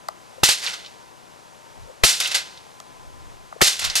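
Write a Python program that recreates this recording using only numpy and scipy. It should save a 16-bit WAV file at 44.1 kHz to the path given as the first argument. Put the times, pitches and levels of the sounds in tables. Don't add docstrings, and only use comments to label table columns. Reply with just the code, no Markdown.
import sys
import numpy as np
from scipy import signal
from scipy.fft import rfft, irfft
from scipy.io import wavfile
from scipy.ndimage import uniform_filter1d

SR = 44100
rng = np.random.default_rng(int(sys.argv[2]) if len(sys.argv) > 2 else 0)


def digitize_waveform(pressure):
    field = np.atleast_2d(pressure).T
    bounded = np.clip(field, -1, 1)
    quanta = np.round(bounded * 32767).astype(np.int16)
    wavfile.write(sys.argv[1], SR, quanta)


N = 176400
TIME_S = np.arange(N) / SR
BIN_HZ = np.arange(N // 2 + 1) * SR / N

# frequency_hz, relative_db
CRACKLE_SPECTRUM = [(30, -36.5), (300, -27), (550, -14.5), (1100, -13), (2000, -9), (3000, -4), (4200, 0.3),
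                    (6000, -1), (9000, -4.5), (13300, -15), (14600, -33)]


def undb(db):
    return 10 ** (np.asarray(db) / 20)


def on_bins(points, column=1):
    table = np.array(points, float)
    return np.interp(np.log(BIN_HZ + 1), np.log(table[:, 0]), table[:, column])


def octave_bump(hz, octaves):
    away = np.log2((BIN_HZ + 1) / hz) / octaves
    return -40 * np.log10(1 + away ** 2 / 2)


def colour(x, db):
    gain = undb(db)
    cepstrum = irfft(np.log(gain / np.sqrt(np.mean(gain ** 2))), N)[:N // 2]
    cepstrum[1:] *= 2
    response = irfft(np.exp(rfft(cepstrum, N)), N)[:2048]
    return signal.oaconvolve(x, response[None], axes=1)[:, :x.shape[1]]


def cut_top(x, hz):
    return signal.sosfilt(signal.ellip(8, 0.2, 70, hz, fs=SR, output="sos"), x)


def noise():
    return rng.standard_normal((2, N))


def walk(rate_hz):
    step = int(SR / rate_hz)
    return uniform_filter1d(np.repeat(rng.standard_normal(N // step + 1), step), step)[:N]


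def envelope(start, attack, hold, t60):
    age = TIME_S - start
    fall = np.clip((age - attack - hold) / t60, 0, 2)
    return np.clip(age / attack, 0, 1) * np.exp(-np.log(1000) * fall)


def swell(at, spread):
    return np.exp(-0.5 * ((TIME_S - at) / spread) ** 2)


def hush(level_db=-50, wander_db=0.6):
    # frequency_hz, relative_db
    spectrum = [(18, -26), (30, -20.5), (145, -7.5), (260, -9.5), (411, -7), (683, -6), (903, -7),
                (1190, -10.5), (1750, -13.5), (7070, -18.5), (13000, -28)]
    air = colour(noise(), on_bins(spectrum)) * undb(level_db + wander_db * walk(6.86))
    return signal.sosfilt(signal.butter(20, 13000, fs=SR, output="sos"), air)


def distant_hum(waver_db=3.5, pitch_drift=0.005):
    # pitch_hz, level_db, centre_s, spread_s
    tones = [(921, -60.5, 1.6, 0.9), (1018, -54.5, 3.02, 0.59), (1010, -60.5, 0.69, 1)]
    hum = np.zeros((2, N))
    for hz, db, at, spread in tones:
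        level = undb(db + waver_db * walk(5.4)) * swell(at, spread)
        pitch_hz = hz * (1 + pitch_drift * walk(39.63))
        hum[0] += level * np.sin(2 * np.pi * np.cumsum(pitch_hz) / SR)
    return hum


def wind():
    # frequency_hz, relative_db
    spectrum = [(20, -6.5), (110, -6), (220, -17.5), (2000, -89)]
    # centre_s, spread_s, level_db
    puffs = [(1.83, 0.04, -51.5), (3.2, 0.17, -54), (3.88, 0.045, -47)]
    level = sum(undb(db) * swell(at, spread) for at, spread, db in puffs)
    return colour(noise(), on_bins(spectrum)) * level


def garden_reverb(x, level_db=-24, t60_s=0.45, damping_hz=4600):
    scatter = noise() * envelope(0.0017, 0.0022, 0, t60_s)
    response = signal.sosfilt(signal.butter(2, damping_hz, fs=SR, output="sos"), scatter)
    response /= np.sqrt(np.sum(response[0] ** 2))
    return undb(level_db) * signal.fftconvolve(x[:1], response, axes=1)[:, :N]


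def scuffs():
    # centre_s, spread_s, level_db
    moves = [(0.386, .005, -44), (1.898, 0.015, -44), (3.565, 0.0032, -40)]
    level = sum(undb(db) * swell(at, spread) for at, spread, db in moves)
    return colour(noise(), octave_bump(hz=542, octaves=0.28)) * level


def taps(low_cut_hz=610, click_t60_s=0.0092):
    # start_s, ring_db, click_db
    contacts = [(.0858, -18, -26), (2.8015, -34.5, -35), (3.525, -28, -53), (3.6081, -15.5, -33)]
    # pitch_hz, relative_db, t60_s
    modes = [(657, -10.5, 0.031), (793, 1, 0.0088), (1190, 0, 0.013), (2000, -14, 0.017)]
    ring = sum(undb(db + mode_db) * envelope(at, 0.0012, 0, t60) * np.sin(2 * np.pi * hz * (TIME_S - at))
               for at, db, _ in contacts for hz, mode_db, t60 in modes)
    ring = signal.sosfilt(signal.butter(10, low_cut_hz, "high", fs=SR, output="sos"), ring)
    click = sum(undb(db) * envelope(at - 0.0008, 0.001, 0, click_t60_s) for at, _, db in contacts)
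    return np.array([ring, np.zeros(N)]) + colour(click * noise(), on_bins(CRACKLE_SPECTRUM))


def wood_curve():
    # centre_hz, width_hz, lift_db
    resonances = [(1520, 240, 3), (2057, 157, 6.5), (2634, 190, 5), (3010, 80, 5), (3595, 124, 4.5),
                  (4230, 260, 1.5), (4800, 90, 1.5)]
    lift = sum(db / (1 + (2 * (BIN_HZ - hz) / width) ** 2) for hz, width, db in resonances)
    return on_bins(CRACKLE_SPECTRUM) + lift


def crackle(grains_per_s=5000, spread_db=1):
    fires = rng.random(N) < grains_per_s / SR
    grains = fires * noise() * undb(spread_db * rng.standard_normal(N))
    return (grains / grains.std() + noise()) / np.sqrt(2)


def burst(grains, start, attack, t60, split_hz=7800, treble_t60_share=0.79):
    body = signal.sosfiltfilt(signal.butter(2, split_hz, fs=SR, output="sos"), grains)
    treble = (grains - body) * envelope(start, attack, 0, t60 * treble_t60_share)
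    return body * envelope(start, attack, 0, t60) + treble


def rattles(tilt_from_hz=1500):
    # start_s, level_db, attack_s, t60_s, tilt_db_per_octave
    shakes = [(.484, -12, 0.0065, 0.18, -1), (0.509, -22.5, 0.0025, 0.23, 0.5),
              (.570, -37.5, 0.012, 0.87, -2), (0.616, -29.5, 0.023, 0.59, -5),
              (0.671, -35.5, 0.0068, 0.2, -4.5), (.729, -31.5, 0.013, 0.033, -4.5),
              (2.09, -17, 0.0049, 0.15, 1.5), (2.2, -19, .002, 0.23, -2), (2.231, -29, 0.019, 0.85, -4),
              (2.312, -27.5, 0.0052, 0.11, -2.5), (2.342, -16, 0.0071, 0.18, -2),
              (3.663, -13, 0.012, 0.15, 0.3), (3.7915, -23, 0.0011, 0.16, -1), (3.81, -28, 0.013, 0.99, -5),
              (3.839, -21.5, 0.011, 0.083, -1), (3.953, -15.5, 0.0017, 0.41, 1)]
    grains, wood = crackle(), wood_curve()
    octaves = np.log2(np.maximum(BIN_HZ / tilt_from_hz, 1))
    return sum(colour(undb(db) * burst(grains, at, attack, t60), wood + tilt * octaves)
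               for at, db, attack, t60, tilt in shakes)


def clacks(t60_s=0.056, octaves=0.46):
    # start_s, level_db, pitch_hz
    contacts = [(0.664, -19.5, 4100), (.674, -24, 2620), (0.847, -37, 3460), (0.8607, -34, 3880),
                (2.211, -22.5, 2280), (2.258, -17.5, 3070), (2.574, -40, 3900), (3.8985, -20, 4280)]
    hiss = noise()
    return sum(colour(undb(db) * envelope(at, 0.00033, 0, t60_s) * hiss, octave_bump(hz, octaves))
               for at, db, hz in contacts)


def snaps():
    # start_s, level_db, t60_s
    slaps = [(.643, -31, 0.056), (2.2018, -20.5, 0.047), (2.274, -26.5, 0.048), (2.377, -40, .025),
             (3.792, -29, 0.028), (3.8494, -22, 0.027)]
    level = sum(undb(db) * envelope(at, 0.00049, 0.0004, t60) for at, db, t60 in slaps)
    return colour(crackle() * level, octave_bump(hz=6700, octaves=0.93))


def knocks(favoured_db=6.5):
    # start_s, level_db, left_minus_right_db, favoured_hz
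    contacts = [(0.4342, -10.5, -4, 850), (0.4396, -21.5, 0, 120), (.490, -22.5, 1, 800),
                (2.037, -11, -2, 700), (2.0387, -12, -2, 1230), (2.0488, -17.5, 3, 656),
                (3.618, -14, 5, 390), (3.6235, -10, 11, 390)]
    # pitch_hz, relative_db, t60_s
    modes = [(107, -5.5, 0.022), (395, -7.5, 0.02), (680, -9.5, 0.013), (829, -11, 0.031),
             (1280, -9, 0.025)]
    stereo = np.zeros((2, N))
    for at, db, pan_db, favoured_hz in contacts:
        gains = undb([[db + pan_db / 2], [db - pan_db / 2]])
        for hz, mode_db, t60 in modes:
            lift_db = favoured_db * np.exp(-(np.log2(hz / favoured_hz) / 0.5) ** 2)
            ring = envelope(at - 0.0003, 0.00014, 0, t60) * np.cos(2 * np.pi * hz * (TIME_S - at))
            stereo += gains * undb(mode_db + lift_db) * ring
    return stereo


def blows(touch_lead_s=0.0027, touch_db=-14, crack_t60_s=0.028):
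    # start_s, crack_db, contact_s, tail_db, tail_t60_s
    punches = [(0.4343, -9.5, 0.003, -9, 0.28), (2.0361, -9, 0.005, -10.5, 0.47),
               (3.6142, -12.5, 0.0081, -10.5, 0.43)]
    # frequency_hz, relative_db
    spectrum = [(30, 1), (120, -5.5), (250, -6), (400, -3.5), (800, 3), (1000, -0.5), (1500, 4.5),
                (3500, 4.5), (6000, -8), (10000, -10.5), (15000, -11.5)]
    grains = crackle()
    crack_level, tail = np.zeros(N), np.zeros((2, N))
    for at, crack_db, contact_s, tail_db, tail_t60_s in punches:
        touch = undb(touch_db) * envelope(at - touch_lead_s, 0.0018, 0, 0.052)
        impact = envelope(at, 0.000043, contact_s, crack_t60_s)
        crack_level += undb(crack_db) * (touch + impact)
        tail += undb(tail_db) * burst(grains, at, 0.0016, tail_t60_s)
    return colour(crack_level * noise(), on_bins(spectrum)) + colour(tail, wood_curve())


def microphone_pair(x):
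    # frequency_hz, left_minus_right_db, left_lag_rad, diffuse_db
    image = [(60, 8, 2.2, 13.5), (202, 12.5, 3.5, -2.5), (403, 28, 1.7, -2), (780, 8, 2.04, -6),
             (1310, 2.5, 2, -6.5), (2520, -2, 0.93, -8.5), (4400, -2, 0.43, -10), (8000, 0, 0.3, -9),
             (15500, 0, 0.2, -35)]
    pan_db, lag_rad, diffuse_db = (np.repeat(on_bins(image, column), 2)[:N + 1] for column in (1, 2, 3))
    direct, diffuse = rfft(x, 2 * N)
    left_over_right = undb(pan_db) * np.exp(-1j * lag_rad)
    side = direct * (left_over_right - 1) / (left_over_right + 1) + diffuse * undb(diffuse_db)
    return irfft(np.array([direct + side, direct - side]), 2 * N)[:, :N]


def scene():
    rebound = cut_top(rattles() + clacks() + snaps(), hz=14100)
    post = blows() + rebound + taps()
    garden = post + garden_reverb(post) + scuffs() + hush() + distant_hum() + wind()
    return knocks() + microphone_pair(garden)


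def record(dry):
    ceiling = 0.87
    return cut_top(ceiling * np.tanh(dry / ceiling), hz=15150)


dry = scene()
out = record(dry)
digitize_waveform(out)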